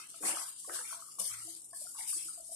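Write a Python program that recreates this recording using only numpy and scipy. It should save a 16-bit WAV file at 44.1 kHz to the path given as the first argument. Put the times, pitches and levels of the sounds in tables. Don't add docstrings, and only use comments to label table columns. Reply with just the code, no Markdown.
import sys
import numpy as np
from scipy import signal
from scipy.fft import rfft, irfft, next_fast_len
from scipy.io import wavfile
from scipy.ndimage import uniform_filter1d, map_coordinates

SR = 44100
rng = np.random.default_rng(int(sys.argv[2]) if len(sys.argv) > 2 else 0)


def rack_gain(trim_db):
    fader = np.asarray(trim_db, float)
    return 10 ** (fader / 20)


def unload_wav(signal):
    wavfile.write(
        sys.argv[1],
        SR,
        np.round(np.clip(np.atleast_2d(signal).T, -1, 1) * 32767).astype(np.int16),
    )


N = 112455

# start in seconds, peak level in dB, rise in seconds,
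# 60 dB decay in seconds, level of the wet body against the hiss in dB.
SLOPS = [(-.05, -44, 0.036, 0.37, -1), (0.083, -52, 0.0052, 5.8, -6.5), (0.199, -36.5, 0.033, 1.26, -14),
         (0.224, -34, 0.042, 0.73, -11.5), (0.298, -42.5, 0.081, 0.93, -5.5), (0.546, -49, 0.069, 7.8, -83),
         (0.696, -38, 0.054, 0.66, -9), (.78, -45, 0.12, 0.78, -5.5), (1.1, -56.5, 0.012, 0.46, -7.5),
         (1.181, -32.5, 0.019, 0.28, -12), (1.213, -38, 0.044, 0.92, -8.5), (1.37, -49, 0.076, 0.69, -16),
         (1.455, -44.5, 0.043, 0.47, -6.5), (1.638, -49.5, 0.0076, 0.14, -42),
         (1.723, -43, 0.044, 1.94, -22.5), (1.799, -52, 0.032, 0.49, -9.5), (1.957, -43, 0.032, 1.5, -10.5),
         (2.057, -36, 0.031, 1.2, -13), (2.17, -48, 0.049, 0.6, -51), (2.39, -51, 0.1, 4.3, -23),
         (2.499, -46.5, 0.02, 0.8, -16)]
# time in seconds, left-right balance in dB.
WALL_PLACE = [
    (0.0, 3.5),
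    (2.51, 4.5),
    (2.55, 5),
]
# frequency in Hz, density in dB per Hz.
HISS_COLOUR = [(3100, -55), (3950, -28.5), (4600, -17), (6400, -18), (8600, -3.5), (10500, -10),
               (12600, -22.5), (14300, -27)]
# frequency in Hz, density in dB per Hz.
BODY_COLOUR = [(900, -22), (2000, -9), (2450, -4.5), (2620, -6), (2800, 2.5), (4500, 1.5), (6000, 5.5),
               (9000, -7)]
# frequency in Hz, density in dB per Hz.
FLAME_COLOUR = [(22, -22), (62, 0.5), (82, -10), (120, 4), (250, -1), (325, 4), (420, -5), (1200, -7.5)]
# frequency in Hz, correlation from 0 to 1.
FLAME_ALIKE = [(60, 0.96), (300, 0.85), (700, 0.83), (1400, 0.069)]
# start in seconds, length in seconds, pitch in Hz, level in dB.
GURGLES = [(-.02, 0.064, 1404, -50.5), (0.206, 0.14, 323.6, -49.5), (.211, 0.093, 192, -55),
           (.212, 0.08, 479, -50), (.219, 0.25, 1633, -47.5), (.223, 0.22, 779, -48),
           (.228, 0.26, 1132, -49.5), (0.232, 0.21, 2280, -43.5), (.675, 0.084, 598, -52.5),
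           (.678, 0.089, 378, -56.5), (-.02, 0.071, 2400, -48.5), (.7, 0.21, 1347, -55),
           (0.762, 0.1, 950, -64), (.84, 0.11, 2270, -53), (.86, 0.16, 1470, -62), (.74, .08, 1590, -52.5),
           (1.182, 0.055, 184, -58), (1.185, 0.076, 604, -54), (1.188, 0.055, 1020, -54.5),
           (1.212, 0.12, 2490, -56), (1.3, 0.13, 1292, -57), (1.31, 0.12, 2210, -55),
           (1.38, 0.09, 1275, -64.5), (1.947, 0.04, 1125, -55.5), (1.985, 0.11, 858, -59),
           (1.99, 0.13, 2195, -54.5), (2.08, 0.09, 2850, -62), (2.17, 0.09, 2510, -61),
           (2.175, 0.1, 2990, -56), (1.98, 0.091, 2810, -58), (2.3, 0.075, 1280, -64.5)]
# start in seconds, peak level in dB.
SPITS = [(0.0677, -41), (0.0952, -37), (0.1004, -37), (0.1121, -38), (0.1321, -42), (0.1605, -39),
         (0.4938, -33), (0.598, -35), (0.6459, -40), (1.0036, -40), (1.0944, -42), (1.1513, -39),
         (1.3329, -31), (1.4681, -32), (1.5624, -36), (1.6162, -38), (1.6442, -39), (1.7285, -38),
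         (1.7454, -37), (1.9116, -36), (2.3321, -36), (2.3825, -37), (2.4054, -33), (2.4443, -38),
         (2.4793, -37), (2.5287, -37)]
# start in seconds, peak level in dB.
TICKS = [(0.5394, -37), (0.7764, -30), (0.7894, -31), (1.1413, -39), (1.2824, -30), (1.3544, -33),
         (1.4344, -35), (1.5504, -31), (1.6064, -38), (1.8084, -33), (1.8224, -33), (1.8474, -35),
         (1.8911, -31)]
# time in seconds, peak level in dB, pitch in Hz, # left-right balance in dB.
POPS = [(0.143, -50.5, 1300, -15), (0.372, -31, 1220, -1), (0.648, -50, 1090, 1.5), (0.698, -28.5, 1547, 0),
        (0.754, -45, 1450, -4), (0.791, -33.5, 1500, 7), (0.91, -41, 1376, -7), (0.928, -39.5, 1054, -6),
        (0.944, -51, 940, -1), (0.994, -49.5, 1080, 2.0), (1.024, -44, 1220, -6), (1.087, -49, 1194, -8),
        (1.187, -41.5, 1110, 4), (1.477, -56, 683, 12), (1.312, -49, 1190, 1), (1.339, -43.5, 1340, 2),
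        (1.731, -51.5, 680, 0), (1.817, -51, 610, 4), (1.852, -57.5, 702, -2), (1.869, -55.5, 1388, 20),
        (1.985, -50.5, 888, -11), (2.131, -49.5, 1165, -4), (2.286, -47.5, 1350, -1.0),
        (2.378, -53, 678, 6), (2.399, -51.5, 640, 6), (2.494, -52, 650, 8), (2.52, -49, 674, 4),
        (.141, -60, 657, 11), (.648, -54.5, 1610, -21), (0.754, -58, 1780, 9), (.697, -32.5, 1278, 4),
          (.76, -41, 1140, 1), (.763, -48, 1570, -2), (.794, -54, 487, 7), (.805, -52, 905, 0),
          (.812, -45, 1275, -6), (.838, -62, 867, 0), (.854, -42, 2160, 11), (.879, -38, 2730, 7),
          (.93, -42, 1450, -3), (.946, -46.5, 1330, -8), (1.505, -72, 2370, -3), (1.99, -54, 2110, -1),
          (2.003, -59, 2400, 7), (1.99, -53, 1430, 8), (2.293, -50.5, 1335, -3), (1.732, -54.5, 1046, 16.5),
          (1.736, -46, 1730, -4), (2.13, -50.5, 1560, 12)]
# start in seconds, length in seconds, pitch in Hz,
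# level in dB, left-right balance in dB.
HUMS = [
    (0.204, .22, 325.6, -56.5, -1),
    (1.287, 0.22, 117.6, -66, -2),
    (1.29, .2, 61.2, -71, 9),
    (1.438, .16, 329.5, -63, 14.5),
    (2.158, 0.033, 328, -64.5, 12),
    (2.252, 0.044, 328, -63.5, 6),
    (2.394, 0.2, 60.4, -77, 5),
    (0.915, 0.14, 662, -65, 6),
    (1.02, 0.1, 1154, -66.5, -5),
]
# frequency in Hz, 60 dB decay in seconds.
KITCHEN_DECAY = [(200, 0.089), (1500, 0.38), (9000, 0.073)]
# frequency in Hz, depth in dB.
DROPOUTS = [(1200, 0), (2500, 22), (4000, 24), (5500, 12), (9000, 6), (11500, 10), (14000, 14)]


def unit(x):
    return x / np.sqrt(np.mean(x ** 2) + 1e-20)


def along(points, hz):
    f, v = np.transpose(points)
    return np.interp(np.log(hz + 1), np.log(f + 1), v)


def coloured(x, spectrum):
    m = next_fast_len(N + 8192)
    gain = rack_gain(along(spectrum, np.fft.rfftfreq(m, 1 / SR)))
    return unit(irfft(rfft(x, m) * gain, m)[..., :N])


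def wobble(rate):
    return map_coordinates(rng.standard_normal(400), [np.arange(N) * rate / SR])


def sides(pan_db):
    return rack_gain(np.multiply.outer([.5, -.5], pan_db))


def place():
    return np.interp(np.arange(N) / SR, *np.transpose(WALL_PLACE))


def mottled(x, deep_db):
    z = signal.stft(x, nperseg=256)[2]
    field = uniform_filter1d(rng.standard_normal(z.shape[1:]), size=8, axis=0)
    field = unit(uniform_filter1d(field, size=6, axis=1))
    return unit(signal.istft(z * rack_gain(deep_db * field), nperseg=256)[1][:, :N])


def fizz():
    drops_per_s, spread_db, crackle_db = 900, 1.5, -8
    drops = (rng.random(N) < drops_per_s / SR) * rack_gain(spread_db * rng.exponential(size=N))
    grain = uniform_filter1d(unit(drops) ** 2, size=24)
    noise = rng.standard_normal((2, N)) * np.sqrt(1 + rack_gain(2 * crackle_db) * grain)
    return mottled(noise, deep_db=1)


def sizzle():
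    body_fades = 1.22
    s, db, rise, t60, body_db = np.transpose(SLOPS)[:, :, None]
    t = np.arange(N) / SR - s
    fade_db = 60 * np.maximum(t - rise, 0) / t60
    power = np.clip(t / rise, 0, 1) ** 3 * rack_gain(2 * (db - fade_db))
    body_power = power * rack_gain(2 * (body_db - (body_fades - 1) * fade_db))
    hiss, body = np.sqrt(power.sum(0)), np.sqrt(body_power.sum(0))
    flutter = rack_gain(wobble(26.33) + 0.97 * wobble(90))
    drift = sides(place() + 0.73 * wobble(20.0))
    boil = hiss * coloured(fizz(), HISS_COLOUR) + body * coloured(fizz(), BODY_COLOUR)
    return 2 ** .5 * flutter * drift * boil


def flame():
    m = next_fast_len(N)
    turn = np.arccos(np.clip(along(FLAME_ALIKE, np.fft.rfftfreq(m, 1 / SR)), 0, 1)) / 2
    noise = rfft(rng.standard_normal((2, m)))
    mid, side = irfft(noise * [np.cos(turn), np.sin(turn)], m)[:, :N]
    rumble = coloured(np.array([mid + side, mid - side]), FLAME_COLOUR + [(4000, -64)])
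    return rack_gain(-74.5 + 1.1 * wobble(7.33)) * rumble


def bubbles(s, db, hz, pan_db, cycles, rise, glide, apart_s):
    step = np.arange(2048)
    c = hz[:, None] * step / SR
    decay = rack_gain(db[:, None] - 60 * c / (3 * cycles[:, None]))
    shape = decay * (1 - np.exp(-c / rise)) ** 2 * np.cos(step * np.pi / 4096)
    phase = 2 * np.pi * c * (1 + glide * np.minimum(c / cycles[:, None], 2))
    lag = np.pi * hz[:, None] * apart_s * rng.standard_normal((len(s), 1))
    at = (np.round(s * SR).astype(int)[:, None] + step + SR).ravel()
    ports = []
    for sign, gain in zip([1, -1], sides(pan_db)):
        rings = shape * np.sin(phase + sign * lag) * gain[:, None]
        ports.append(np.bincount(at, rings.ravel(), N + 3 * SR)[SR:SR + N])
    return np.array(ports)


def gurgle(count=56):
    ring_cycles, size_db, fade_db, rise, spread = 9, 3.5, 15.5, 0.42, 0.12
    s, length, hz, db = np.transpose(GURGLES)[:, :, None]
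    u = (np.arange(count) + rng.random((len(s), count))) / count
    z = rng.standard_normal((len(s), 3, count))
    crowd_db = 10 * np.log10(count * ring_cycles / (hz * length))
    swell_db = 10 * np.log10(np.minimum(u / rise + 0.31, 1))
    level = db + 13 - crowd_db + size_db * z[:, 0] - fade_db * u + swell_db
    pitch = hz * np.exp(spread * rack_gain(.5 * (db + 50.5)) * z[:, 1])
    pan_db = 2.8 + 4 * z[:, 2]
    return bubbles((s + u * length).ravel(), level.ravel(), pitch.ravel(), pan_db.ravel(),
                   np.full(u.size, ring_cycles), rise=0.52, glide=0.026, apart_s=0.00026)


def puffs(table, trim_db, t60, rise):
    t, gate = np.arange(N) / SR, np.zeros(N)
    for s, db in table:
        fade_db = 60 * np.abs(t - s - rise / 2) / t60
        gate += rack_gain(db + trim_db - fade_db) * np.clip((t - s) / rise, 0, 1)
    spray = coloured(mottled(rng.standard_normal((2, N)), deep_db=0.5), HISS_COLOUR)
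    steady = spray / np.sqrt(np.abs(uniform_filter1d(spray ** 2, size=64)))
    return sides(place()) * gate * steady


def spits():
    return puffs(SPITS, -6, t60=.035, rise=.003) + puffs(TICKS, -3, t60=.008, rise=.0006)


def pops():
    usual_cycles, rise_cycles, usual_db, shortens = 6.67, 4.44, -48, .4
    s, db, hz, pan_db = np.transpose(POPS)
    cycles = usual_cycles * rack_gain(shortens * (usual_db - db))
    rise = rise_cycles * cycles[:, None] / usual_cycles
    start = s - 2.45 / hz
    return bubbles(start, db + 19, hz, pan_db, cycles, rise, glide=0.0062, apart_s=1e-4)


def hums():
    rise, throb_db, waver = 0.18, 3.5, 0.0193
    t, out = np.arange(N) / SR, np.zeros((2, N))
    for s, length, hz, db, pan_db in HUMS:
        swell = np.interp((t - s) / length, [0, rise, 1], [0, 1, 0]) ** .5
        tone = np.sin(2 * np.pi * hz * np.cumsum(1 + waver * wobble(60)) / SR)
        out += sides(pan_db)[:, None] * rack_gain(db + throb_db * wobble(50.1)) * swell * tone
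    return out


def kitchen(x):
    hz, t, z = signal.stft(rng.standard_normal((2, SR // 2)), SR, nperseg=256)
    fade = rack_gain(-60 * t / along(KITCHEN_DECAY, hz)[:, None])
    tail = signal.istft(z * fade, SR, nperseg=256)[1]
    late = np.pad(x.mean(0), (200, 0))[None]
    return signal.fftconvolve(late, tail / np.linalg.norm(tail[0]), axes=1)[:, :N]


def scene():
    wet = gurgle() + pops() + spits()
    return wet + rack_gain(-7) * kitchen(wet) + sizzle() + flame() + hums()


def patchy(x, top):
    quiet_db, starved_per_db = -33.5, 0.8
    muted_low_hz, muted_high_hz, muted_under_db, muted_db = 12650, 13750, -43, -40
    hz, t, z = signal.stft(x, SR, nperseg=1024)
    field = rng.standard_normal(z.shape[1:]) + .5 * rng.standard_normal(z.shape)
    field = uniform_filter1d(field, size=6, axis=1)
    field = unit(uniform_filter1d(field, size=7, axis=2))
    level_db = 10 * np.log10(np.sum(np.abs(z) ** 2, (0, 1)) + 1e-12)
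    level_db = uniform_filter1d(level_db, size=5)
    starved = np.clip(2.5 + starved_per_db * (quiet_db - level_db), .2, 2)
    gain = rack_gain(along(DROPOUTS, hz)[:, None] * starved * np.minimum(field - top, 0))
    quiet = level_db + 2 * field < muted_under_db
    band = ((hz > muted_low_hz) & (hz < muted_high_hz))[:, None]
    gain = gain * rack_gain(muted_db * quiet * band)
    return signal.istft(z * gain, nperseg=1024)[1][:, :N]


def low_pass(x):
    return signal.sosfilt(signal.butter(12, 15200, fs=SR, output="sos"), x)


def record(dry):
    m = next_fast_len(N)
    passed = np.fft.rfftfreq(m, 1 / SR) < 14450
    mix = irfft(rfft(patchy(dry, top=-0.015), m) * passed, m)[:, :N]
    return low_pass(mix)


dry = scene()
out = record(dry)
unload_wav(out)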